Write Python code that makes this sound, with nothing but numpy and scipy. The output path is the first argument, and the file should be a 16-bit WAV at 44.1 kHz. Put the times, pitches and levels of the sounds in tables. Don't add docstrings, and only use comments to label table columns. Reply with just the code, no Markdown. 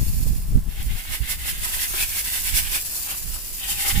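import sys
import numpy as np
from scipy import signal
from scipy.fft import rfft, irfft
from scipy.io import wavfile
from scipy.ndimage import uniform_filter1d, map_coordinates

SR = 44100
rng = np.random.default_rng(int(sys.argv[2]) if len(sys.argv) > 2 else 0)


def int16_out(signal):
    q = np.round(np.clip(np.atleast_2d(signal).T, -1, 1) * 32767)
    wavfile.write(sys.argv[1], SR, q.astype(np.int16))


N = 176400

# (frequency [Hz], relative level [dB])
AIR_TONE = [(40, -1.5), (500, -21), (8000, -32)]
EDDY_TONE = [(12, -2.5), (35, 4), (100, -13), (160, -17.5), (400, -48), (2000, -61.5)]
FLUTTER_TONE = [(70, -10), (125, 6.5), (200, -3.5), (290, -12.5), (420, -26.5), (1500, -51.5)]
TRICKLE_TONE = [(400, -20.5), (1800, -14), (7000, -5.5), (10500, -2.5), (16000, -2.5)]
PATTER_TONE = [(150, -11.5), (370, 9), (500, 9), (900, 12.5), (1350, 19.5), (2000, -3), (4000, -57)]
RATTLE_TONE = [(500, -37), (1200, -11.5), (1550, -6.5), (2000, -8), (3700, -2), (4600, -17), (16000, -29)]
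HISS_TONE = [(800, -14.5), (2500, -16.5), (4200, -1.5), (6500, -0.5), (10500, 3.5), (16000, -0.5)]
# (time [s], left level [dB], right level [dB])
BREEZE = [(0, -23.5, -27), (.25, -27, -18), (.6, -21.5, -30), (.76, -30, -32), (1.12, -38.5, -33),
          (1.4, -35, -33.5), (2.65, -38.5, -38), (2.95, -44.5, -44.5), (3.55, -43, -36), (4, -32, -35)]
# (peak time [s], half-length [s], level [dB], port [0 left, 1 right])
PUFFS = [(0.023, 0.014, -15, 0), (0.092, 0.029, -16.5, 0), (0.532, 0.039, -18, 0), (0.679, 0.017, -18, 0),
         (0.933, 0.043, -20, 0), (0.265, 0.0066, -15.5, 1), (0.32, 0.021, -16, 1), (0.569, 0.025, -10, 1),
         (2.029, 0.027, -24.5, 1), (2.615, 0.12, -26.5, 1), (3.308, 0.063, -25.5, 1),
         (4.0, 0.054, -14.5, 1)]
# (time [s], level [dB], port [0 left, 1 right])
THUMPS = [(.79, -19, 0), (0.859, -17, 1), (0.905, -23, 0), (1.202, -13, 1), (2.529, -15.5, 1)]
# (time [s], level [dB], pitch [Hz])
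TICKS = [(.829, -24, 11600), (1.053, -32, 900), (1.949, -29, 900), (3.705, -22, 8840)]
# (time [s], level [dB])
TRICKLE_LEVEL = [(0, -31), (.26, -33), (.48, -40), (.65, -45), (.8, -37), (1.22, -36), (1.58, -31.5),
                 (1.75, -26.5), (2.45, -25.5), (2.85, -27), (3.1, -26.5), (3.35, -32), (4, -25)]
# (peak time [s], hiss level [dB], rattle level [dB], patter level [dB])
SHAKES = [(.995, -36, -37, -52), (1.142, -28, -31.5, -45.5), (1.317, -25, -31, -47),
          (1.494, -24, -30.5, -43.5), (1.659, -25, -32, -40), (1.746, -25.5, -32, -39.5),
          (1.832, -24, -28, -49), (1.96, -29, -33, -40), (2.02, -21, -26, -62), (2.19, -24.5, -31, -49),
          (2.289, -32, -32.5, -56), (2.364, -24, -30, -50), (2.484, -25, -30, -65),
          (2.581, -17.5, -26, -50), (2.753, -21, -28.5, -43.5), (2.974, -27, -67, -43),
          (3.117, -40, -35, -38), (3.348, -30.5, -45, -43.5), (3.713, -22, -31, -48),
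          (3.82, -23, -28.5, -51), (3.893, -20, -27, -38)]
# (peak time [s], rattle level [dB])
SWINGS = [(.735, -45), (0.807, -38.5), (.925, -38.5), (1.08, -39), (1.255, -36), (1.43, -37),
          (1.575, -37.5), (2.125, -36.5), (2.67, -34), (3.646, -33.5), (3.98, -30)]
# (time [s], level [dB])
HOLLOW_LEVEL = [(.8, -13.5), (1.3, -25), (3.55, -20), (3.8, -9)]
# (time [s], pitch [Hz])
RATTLE_PITCH = [(1.2, 2144), (1.83, 2020), (2.02, 2480), (2.3, 2060), (2.7, 2410), (3.7, 3130),
                (3.82, 2140)]
# (time [s], left minus right [dB])
SPRAY_PAN = [(0, -2.5), (1.15, -8), (1.75, -3), (2.75, -4.5), (2.9, 0), (3.9, -1.5)]
# (frequency [Hz], left minus right [dB])
PORT_COLOUR = [(3500, 0), (5200, 4.5), (7200, 5), (11000, -2.5), (15000, -.5)]

SHAKE_HALF_S, SPRAY_HALF_S = .029, .023
ECHO_LAGS_S, ECHO_DRIFT, ECHO_GAIN = (.0004, .0011, .0031, .0058), .06, .36


def undb(db):
    return 10 ** (np.asarray(db) / 20)


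def unit(x):
    return x / np.sqrt(np.mean(x ** 2))


def pan(db):
    return undb(np.array([[.5], [-.5]]) * db)


def curve(rows, column=1):
    rows = np.array(rows)
    return np.interp(np.arange(N) / SR, rows[:, 0], rows[:, column])


def walk(per_s):
    hold = int(SR / per_s)
    steps = rng.standard_normal(1000)[np.arange(N) // hold]
    return 1.3 * uniform_filter1d(uniform_filter1d(steps, hold), hold)


def swell(peak_s, half_s, shape=1.8):
    t = np.arange(N) / SR - peak_s
    width = half_s * np.where(t < 0, 1.1, .85)
    return np.exp(-.5 * np.abs(t / width) ** shape)


def envelope(rows, half_s, column=1):
    return np.sqrt(sum((undb(row[column]) * swell(row[0], half_s)) ** 2 for row in rows))


def colour(x, tone):
    hz, db = np.array(tone).T
    bins_hz = np.maximum(np.fft.rfftfreq(N, 1 / SR), 1)
    gain = undb(np.interp(np.log(bins_hz), np.log(hz), db))
    cepstrum = irfft(np.log(gain), N)
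    cepstrum[1:N // 2] *= 2
    cepstrum[N // 2 + 1:] = 0
    return unit(irfft(rfft(x) * np.exp(rfft(cepstrum)), N))


def ring(x, hz, width_hz):
    return unit(signal.lfilter(*signal.iirpeak(hz, hz / width_hz, fs=SR), x))


def gliding_ring(x, hz, half_width_hz):
    turn = np.exp(2j * np.pi * np.cumsum(hz) / SR)
    return unit(np.real(turn * signal.lfilter(*signal.butter(2, half_width_hz, fs=SR), x / turn)))


def grains(per_s, scatter_db, shared, port_lag_s=.00039):
    size = (3, N)
    hits = (rng.random(size) < per_s / SR) * np.sign(rng.standard_normal(size))
    hits *= undb(scatter_db * np.minimum(rng.exponential(size=size), 5))
    n = np.arange(N)
    late = np.interp(n - round(port_lag_s * SR), n, hits[2])
    return np.sqrt(1 - shared) * hits[:2] + np.sqrt(shared) * np.array([late, hits[2]])


def clumps(depth_db=3):
    flow = walk(per_s=41)
    return undb(depth_db * (flow - uniform_filter1d(flow, size=2000)))


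def reflections(x):
    channels = []
    for port in x:
        delays = [lag * SR * (1 + ECHO_DRIFT * walk(per_s=4)) for lag in ECHO_LAGS_S]
        echoes = sum(map_coordinates(port, [np.arange(N) - delay], mode="mirror") for delay in delays)
        channels.append(port + ECHO_GAIN * echoes)
    return unit(np.array(channels))


def port_colour(x):
    hz, db = np.array(PORT_COLOUR).T
    return irfft(rfft(x) * pan(np.interp(np.fft.rfftfreq(N, 1 / SR), hz, db)), N)


def air(level_db=-47):
    return undb(level_db) * colour(rng.standard_normal(N) + .2 * rng.standard_normal((2, N)), AIR_TONE)


def wind(gust_db=3.5, flutter_db=-.5):
    channels = []
    for side in range(2):
        power = undb(curve(BREEZE, column=side + 1) + gust_db * walk(per_s=34)) ** 2
        power += sum((undb(db) * swell(s, half_s, shape=2.76)) ** 2
                     for s, half_s, db, port in PUFFS if port == side)
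        eddies = colour(rng.standard_normal(N), EDDY_TONE)
        eddies /= np.sqrt(uniform_filter1d(uniform_filter1d(eddies ** 2, 1300), 1300))
        flutter = undb(flutter_db) * np.abs(eddies) * colour(rng.standard_normal(N), FLUTTER_TONE)
        channels.append(np.sqrt(power) * eddies + power ** .89 * flutter)
    return np.array(channels)


def low_thumps(thump_hz=55.3, attack_s=.011, scuff_db=-14.5):
    out = np.zeros((2, N))
    scuff = undb(scuff_db) * colour(rng.standard_normal(N), FLUTTER_TONE)
    for s, db, port in THUMPS:
        age = np.maximum(np.arange(N) / SR - s, 0)
        pulse = age / attack_s * np.exp(1 - age / attack_s)
        out[port] += undb(db) * pulse * (np.sin(2 * np.pi * thump_hz * age) + scuff)
    return out


def ticks(decay_s=.0015):
    t = np.arange(N) / SR
    out = np.zeros((2, N))
    for s, db, hz in TICKS:
        decay = (t >= s) * np.exp(-np.abs(t - s) / decay_s)
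        out += undb(db) * decay * ring(rng.standard_normal((2, N)), hz, width_hz=800)
    return out


def trickle():
    sliding = reflections(colour(grains(per_s=6000, scatter_db=3, shared=.06), TRICKLE_TONE))
    return undb(curve(TRICKLE_LEVEL)) * clumps() * sliding * pan(curve(SPRAY_PAN) * 2 / np.pi)


def soil_patter():
    impacts = grains(per_s=700, scatter_db=5.5, shared=.6)
    soil = reflections(colour(impacts, PATTER_TONE))
    return envelope(SHAKES, SHAKE_HALF_S, column=3) * soil * pan(db=2.5)


def hand_rattle(hollow_hz=812.4, wander=.019, grip_db=-8):
    collisions = grains(per_s=4400, scatter_db=1.5, shared=.33)
    clatter = reflections(colour(collisions, RATTLE_TONE))
    hollow = gliding_ring(collisions, hollow_hz * (1 + wander * walk(per_s=10)), half_width_hz=28)
    grip = gliding_ring(collisions, curve(RATTLE_PITCH), half_width_hz=163)
    hand = unit(clatter + undb(curve(HOLLOW_LEVEL)) * hollow + undb(grip_db) * grip)
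    level = np.hypot(envelope(SHAKES, SHAKE_HALF_S, column=2), envelope(SWINGS, SHAKE_HALF_S))
    return level * clumps() * hand * pan(db=2.5)


def spray(pellet_db=-8):
    fine = unit(grains(per_s=9000, scatter_db=-.5, shared=.067))
    pellets = unit(grains(per_s=420, scatter_db=3, shared=.17))
    hiss = reflections(colour(fine + undb(pellet_db) * pellets, HISS_TONE))
    return envelope(SHAKES, SPRAY_HALF_S) * clumps() * hiss * pan(curve(SPRAY_PAN))


def scene():
    granules = spray() + hand_rattle() + soil_patter() + trickle()
    return port_colour(granules) + ticks() + wind() + low_thumps() + air()


def record(dry):
    cutoff_hz = 15520
    hz = np.fft.rfftfreq(N, 1 / SR)
    return irfft(rfft(dry) / np.sqrt(1 + (hz / cutoff_hz) ** 700), N)


dry = scene()
out = record(dry)
int16_out(out)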